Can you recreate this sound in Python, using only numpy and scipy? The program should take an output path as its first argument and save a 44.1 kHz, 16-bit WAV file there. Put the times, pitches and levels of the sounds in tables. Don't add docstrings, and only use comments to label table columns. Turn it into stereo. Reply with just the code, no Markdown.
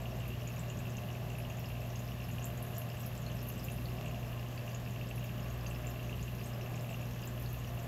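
import sys
import numpy as np
from scipy import signal
from scipy.fft import rfft, irfft, next_fast_len
from scipy.io import wavfile
from scipy.ndimage import uniform_filter1d

SR = 44100
rng = np.random.default_rng(int(sys.argv[2]) if len(sys.argv) > 2 else 0)


def gain_from_decibels(decibels):
    exponent = np.asarray(decibels, float) / 20
    return 10 ** exponent


def store_pcm(level_fs):
    pcm = np.round(np.clip(level_fs, -1, 1) * 32767).astype(np.int16)
    wavfile.write(sys.argv[1], SR, np.atleast_2d(pcm).T)


N = 347067

# multiple of mains, left rms level/dB, right rms level/dB
HUM_TONES = [(0.53, -78, -95), (0.616, -82, -94), (2, -39.5, -45), (4, -53.5, -65), (6, -63.5, -71.5),
             (14, -65, -88), (19, -64.5, -94), (32, -70.5, -94), (34, -68, -86)]
# f/Hz, relative density level/dB
RUSH_SPECTRUM = [(15, -67), (25, -27.5), (70, -9), (123, -6), (290, -18.5), (617, -17), (900, -21),
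                 (1420, -26), (2310, -27.5), (2720, -21.5), (3860, -31.5), (6980, -44.5), (8660, -48),
                 (12600, -33.5), (15700, -44.5)]
# f/Hz, width/Hz, boost level/dB
RESONANCES = [(97.6, 3.3, 8.5), (156, 4, 3), (161, 25.5, 6.5), (201, 27.5, 6), (244, 18, 2.5),
              (323.5, 9.1, 6), (376.5, 8.3, 10.5), (427, 5.4, 7.5), (461.7, 7.4, 3), (521, 10, 4),
              (602.4, 49, 7.5), (695, 57, 6.5), (800, 15, 2.5), (844, 5, 2.5), (1047, 22, 7.5),
              (1160, 250, 4.5), (1722, 304, 6.5), (2670, 210, 1), (6950, 2500, 11), (12000, 8900, 1),
              (13000, 1300, 4.5)]
# f/Hz, left minus right level/dB
PORT_BALANCE = [(40, -13), (120, 6), (250, 0.5), (400, 6.5), (700, 7), (1200, 6), (1700, 10), (2300, 8),
                (2750, 13.5), (3800, 8.5), (5500, 5), (7000, 14.5), (9000, 12.5), (12500, 14), (15500, 15)]
# f/Hz, share common to both (0-1)
PORT_LIKENESS = [(60, 0.99), (130, 0.83), (290, 0.85), (640, 0.82), (1200, 0.21), (2700, 0.45), (5000, 0.6),
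                 (9000, 0)]
# f/Hz, lead of the left/rad
LEFT_LEAD = [(60, -1.8), (120, 0.14), (600, 0.86), (860, -2), (2070, -4), (2670, -8.5), (3530, -11)]
# ratio to knock pitch, level/dB added to the knock
HOUSING_MODES = [(0.9875, -1), (1.16, -12.5), (0.912, -6.5)]
# t/s, peak level/dB before housing modes and port gains
LOUD_KNOCKS = [(0.055, -43), (0.4514, -50), (0.4677, -47), (0.7, -46.5), (0.8675, -45), (0.9507, -49),
               (0.982, -44.5), (1.0345, -46.5), (1.1503, -45), (1.35, -47.5), (1.449, -44), (1.501, -43.5),
               (1.642, -44), (1.816, -47.5), (2.1176, -46), (2.382, -41), (2.5838, -51), (2.816, -44.5),
               (2.8997, -47.5), (2.9442, -52), (3.683, -46), (4.0595, -43), (4.2946, -53), (4.5765, -44),
               (4.6764, -43), (4.7433, -49), (4.8603, -48), (4.9611, -48), (5.011, -42), (5.1097, -47),
               (5.2423, -46), (5.2928, -48), (5.6446, -54), (5.661, -44), (5.7102, -46), (5.7443, -47),
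               (6.0004, -49), (6.093, -44.5), (6.127, -44.5), (6.2776, -48), (6.61, -48), (6.66, -47),
               (6.8917, -45.5), (6.9423, -44.5), (7.0263, -46)]
# t/s, peak level/dB before port gains, f/Hz before scatter
LOUD_POPS = [(0.279, -43, 12000), (0.473, -45.5, 6840), (0.5926, -44.5, 7500), (0.6975, -48, 6870),
             (0.7881, -49, 6950), (0.9676, -44.5, 6350), (1.3834, -43, 11700), (1.5933, -43, 13400),
             (1.6856, -46, 12000), (1.9557, -49, 6200), (1.991, -47.5, 6900), (2.284, -47, 12200),
             (2.312, -51.5, 6800), (2.424, -50, 6700), (2.4415, -39.5, 7150), (2.453, -39, 13100),
             (2.5731, -50, 6900), (2.624, -38.5, 11060), (2.7671, -50, 6990), (2.7801, -34, 12200),
             (2.9951, -45, 11900), (3.0131, -44, 13100), (3.0616, -38, 12000), (3.1303, -49, 12100),
             (3.176, -48, 7700), (3.263, -50, 4200), (3.427, -42, 12600), (3.4705, -42, 13200),
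             (3.485, -36.5, 12600), (3.641, -39, 13500), (3.7184, -44, 9900), (3.7594, -47, 12000),
             (3.855, -47.5, 4460), (4.0821, -51, 6860), (4.3939, -54, 5260), (4.5755, -51, 4600),
             (4.6902, -51, 6260), (4.7167, -54, 4750), (4.7465, -42.5, 6800), (5.1577, -44, 11700),
             (5.2405, -46, 13200), (5.4281, -54, 5240), (5.662, -54, 4720), (5.6665, -45.5, 6160),
             (5.868, -45, 7140), (5.902, -45, 12200), (6.2262, -47, 6700), (6.35, -47, 12700),
             (6.3999, -55, 4800), (6.4393, -52, 6640), (6.4574, -46.5, 8100), (6.7555, -48, 6900),
             (7.234, -54, 4900), (7.2534, -44, 13100), (7.2725, -45.5, 7350), (7.3981, -44, 12500),
             (7.4235, -44, 12000), (7.4592, -44.5, 4200), (7.5288, -42, 12300)]
# t/s (direct sound at 0.0015), level/dB before port gains
BURST_ECHOES = [(.0068, -9), (.0150, -9), (.0225, -14)]
# t/s, level/dB added to the faint bubbles
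FIZZ_COURSE = [(0, -2), (1, 4), (1.5, 2), (2, 4.5), (2.5, 9), (3.1, 5), (3.75, 11), (4, 1), (5, 3),
               (5.5, 6), (6.2, 5.5), (7, 5), (7.4, 5), (7.87, 7)]

MAINS_HZ, MAINS_START_TURNS = 60.02, .98
SKIP_S, SKIP_TURNS, CLICK_PEAK_DB = 4.012, -.58, -38
MAINS_TONE_DB, SHAFT_DB, SHAFT_SLIP_HZ, IN_STEP_S = -49.5, -53, 0.518, 3.78
FLUTTER_DB, FLUTTER_COUNT = 1.8, 60
RUSH_LEFT_RMS_DB = -41.5
KNOCK_HZ, KNOCK_SCATTER = 2747, .035
LEFT_OVER_MIDDLE_DB = 9.5
LEFT_LAG_S, RIGHT_SHADOW_DB = 0.00043, -9
TAIL_T60_S, BUBBLE_TAIL_GAIN_DB, KNOCK_TAIL_GAIN_DB = .17, -30.5, -27
HISS_GAIN_DB, TOP_HZ = -77, 15680


def on_log(hz, table):
    f, v = np.transpose(table)
    return np.interp(np.log(np.maximum(hz, 1)), np.log(f), v)


def colour(x, gain):
    size = next_fast_len(N)
    hz = np.arange(size // 2 + 1) * SR / size
    return irfft(rfft(x, size) * gain(hz), size)[..., :N]


def rings(s, db, hz, t60, rise, glide):
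    t = np.arange(1024) / SR
    t60 = np.broadcast_to(t60, np.shape(hz))[:, None]
    shape = (1 - np.exp(-t / rise)) ** 2 * np.exp(-np.log(1000) * t / t60)
    shape = shape / shape.max(axis=1, keepdims=True)
    cycles = hz[:, None] * t * (1 + glide * np.minimum(t / t60, 1))
    waves = gain_from_decibels(db)[:, None] * shape * np.sin(2 * np.pi * cycles)
    at = np.clip(s * SR, 0, N).astype(int)[:, None] + np.arange(len(t))
    return np.bincount(at.ravel(), waves.ravel(), N + 2048)[:N]


def ports(x, tail_gain_db, echoes, shade_db):
    t = np.arange(SR // 4) / SR
    bright_noise = np.diff(rng.standard_normal((2, len(t) + 1)))
    decay = np.exp(-np.log(1000) * t / TAIL_T60_S)
    room = gain_from_decibels(tail_gain_db) * bright_noise * decay * np.minimum(t / .003, 1)
    for s, db in [(0.0015, 0.027), *echoes]:
        room[0, int((s + LEFT_LAG_S) * SR)] += gain_from_decibels(db)
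        room[1, int(s * SR)] += gain_from_decibels(db + RIGHT_SHADOW_DB)
    heard = gain_from_decibels(LEFT_OVER_MIDDLE_DB) * signal.fftconvolve(x[None], room, axes=1)[:, :N]
    heard[1] = colour(heard[1], lambda hz: gain_from_decibels(shade_db - on_log(hz, PORT_BALANCE)))
    return heard


def microphone_hiss():
    return gain_from_decibels(HISS_GAIN_DB) * np.diff(rng.standard_normal((2, N + 2)), 2) / 2


def mains_turns():
    t = np.arange(N) / SR
    return MAINS_START_TURNS + MAINS_HZ * t + SKIP_TURNS * (t > SKIP_S)


def skip_click():
    return rings(np.array([SKIP_S]), np.array([CLICK_PEAK_DB]), np.array([3000.]), 0.00066, .0001, 0)


def beat(turns):
    t = np.arange(N) / SR
    steps = rng.standard_normal(FLUTTER_COUNT)
    flutter = gain_from_decibels(FLUTTER_DB * np.interp(t, np.linspace(0, N / SR, FLUTTER_COUNT), steps))
    shaft = gain_from_decibels(SHAFT_DB) * np.exp(-2j * np.pi * SHAFT_SLIP_HZ * (t - IN_STEP_S))
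    pair = gain_from_decibels(MAINS_TONE_DB) + shaft
    tone = np.sqrt(2) * flutter * pair * np.exp(2j * np.pi * turns)
    return np.array([tone, gain_from_decibels(-4.5) * tone * np.exp(-.19j)]).imag


def hum(turns):
    out = beat(turns)
    for multiple, left_db, right_db in HUM_TONES:
        angle = 2 * np.pi * (multiple * turns + rng.random())
        left = gain_from_decibels(left_db) * np.sin(angle)
        right = gain_from_decibels(right_db) * np.sin(angle - 0.14 * min(multiple, 3))
        out = out + np.sqrt(2) * np.array([left, right])
    return out


def rush():
    def tone(hz):
        boost_db = sum(db / (1 + (2 * (hz - f) / w) ** 2) for f, w, db in RESONANCES)
        return gain_from_decibels(on_log(hz, RUSH_SPECTRUM) + boost_db)

    def like(hz):
        return np.clip(on_log(hz, PORT_LIKENESS), 0, 1)

    left, separate = rng.standard_normal((2, N))
    shared = colour(left, lambda hz: like(hz) * np.exp(-1j * on_log(hz, LEFT_LEAD)))
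    right = shared + colour(separate, lambda hz: np.sqrt(1 - like(hz) ** 2))
    right = colour(right, lambda hz: gain_from_decibels(-on_log(hz, PORT_BALANCE)))
    both = colour(np.array([left, right]), tone)
    return both * gain_from_decibels(RUSH_LEFT_RMS_DB) / both[0].std()


def surge(x):
    out = x
    for centre_hz in [173, 342, 716, 1480]:
        band = colour(x, lambda hz: np.exp(-(np.log2(np.maximum(hz, 1) / centre_hz) / .5) ** 2))
        steps = rng.standard_normal(size=26)
        swell_db = 1.43 * np.interp(np.arange(N), np.linspace(0, N, len(steps)), steps)
        out = out + (gain_from_decibels(swell_db) - 1) * band
    return out


def impeller(turns):
    s = np.flatnonzero(np.diff(np.floor(turns)) > 0) / SR
    jitter, force, mood, pitch = rng.standard_normal((len(s), 4)).T
    force_db = 8.0 * force + 5 * uniform_filter1d(mood, size=5)
    loud_s, loud_db = np.transpose(LOUD_KNOCKS)
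    s = np.r_[s + .001 * jitter, loud_s - .0015]
    db = np.r_[np.minimum(-57 + force_db, -47), loud_db]
    hz = KNOCK_HZ * (1 + KNOCK_SCATTER * np.r_[pitch, rng.standard_normal(len(loud_s))])
    t60_s, rise_s = .009, .003
    knocks = sum(rings(s, db + mode_db, hz * ratio, t60_s, rise_s, 0) for ratio, mode_db in HOUSING_MODES)
    return ports(knocks, KNOCK_TAIL_GAIN_DB, [], -0.55)


def bursts(s, db, hz, cycles):
    late, detune = rng.random((len(s), 2, 3)).transpose(1, 2, 0)
    late[0] = 0
    hz = hz * (1 + .15 * (hz / 12000) ** 2 * (detune - .5))
    db = db - 3 * np.arange(3)[:, None]
    s, db, hz = (s + .0025 * late).ravel(), db.ravel(), hz.ravel()
    t60_s = cycles / hz * (9000 / hz) ** 1.3
    return rings(s, db, hz, t60_s, .0002, .02)


def bubbles():
    when, size, small, pitch = rng.random((1200, 4)).T
    hz = np.where(small < .78, 11300 * 1.2 ** pitch, 5000 * 1.55 ** pitch)
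    when_s = when * N / SR
    busy_db = np.interp(when_s, *np.transpose(FIZZ_COURSE))
    db = np.minimum(-64 - 4 * np.log(1 - size) + busy_db, -52)
    fizz = bursts(when_s, db, hz, 14.4)
    loud_s, loud_db, loud_hz = np.transpose(LOUD_POPS)
    pops = bursts(loud_s - LEFT_LAG_S, loud_db, loud_hz, 23.0)
    return ports(fizz + pops, BUBBLE_TAIL_GAIN_DB, BURST_ECHOES, -1.4)


def scene():
    turns = mains_turns()
    return hum(turns) + skip_click() + surge(rush()) + impeller(turns) + bubbles()


def roll_off(x):
    return signal.sosfilt(signal.butter(12, 15810, fs=SR, output="sos"), x)


def record(dry):
    low_pass = signal.ellip(10, .2, 70, TOP_HZ, fs=SR, output="sos")
    mix = signal.sosfilt(low_pass, dry + microphone_hiss())
    return roll_off(mix)


dry = scene()
out = record(dry)
store_pcm(out)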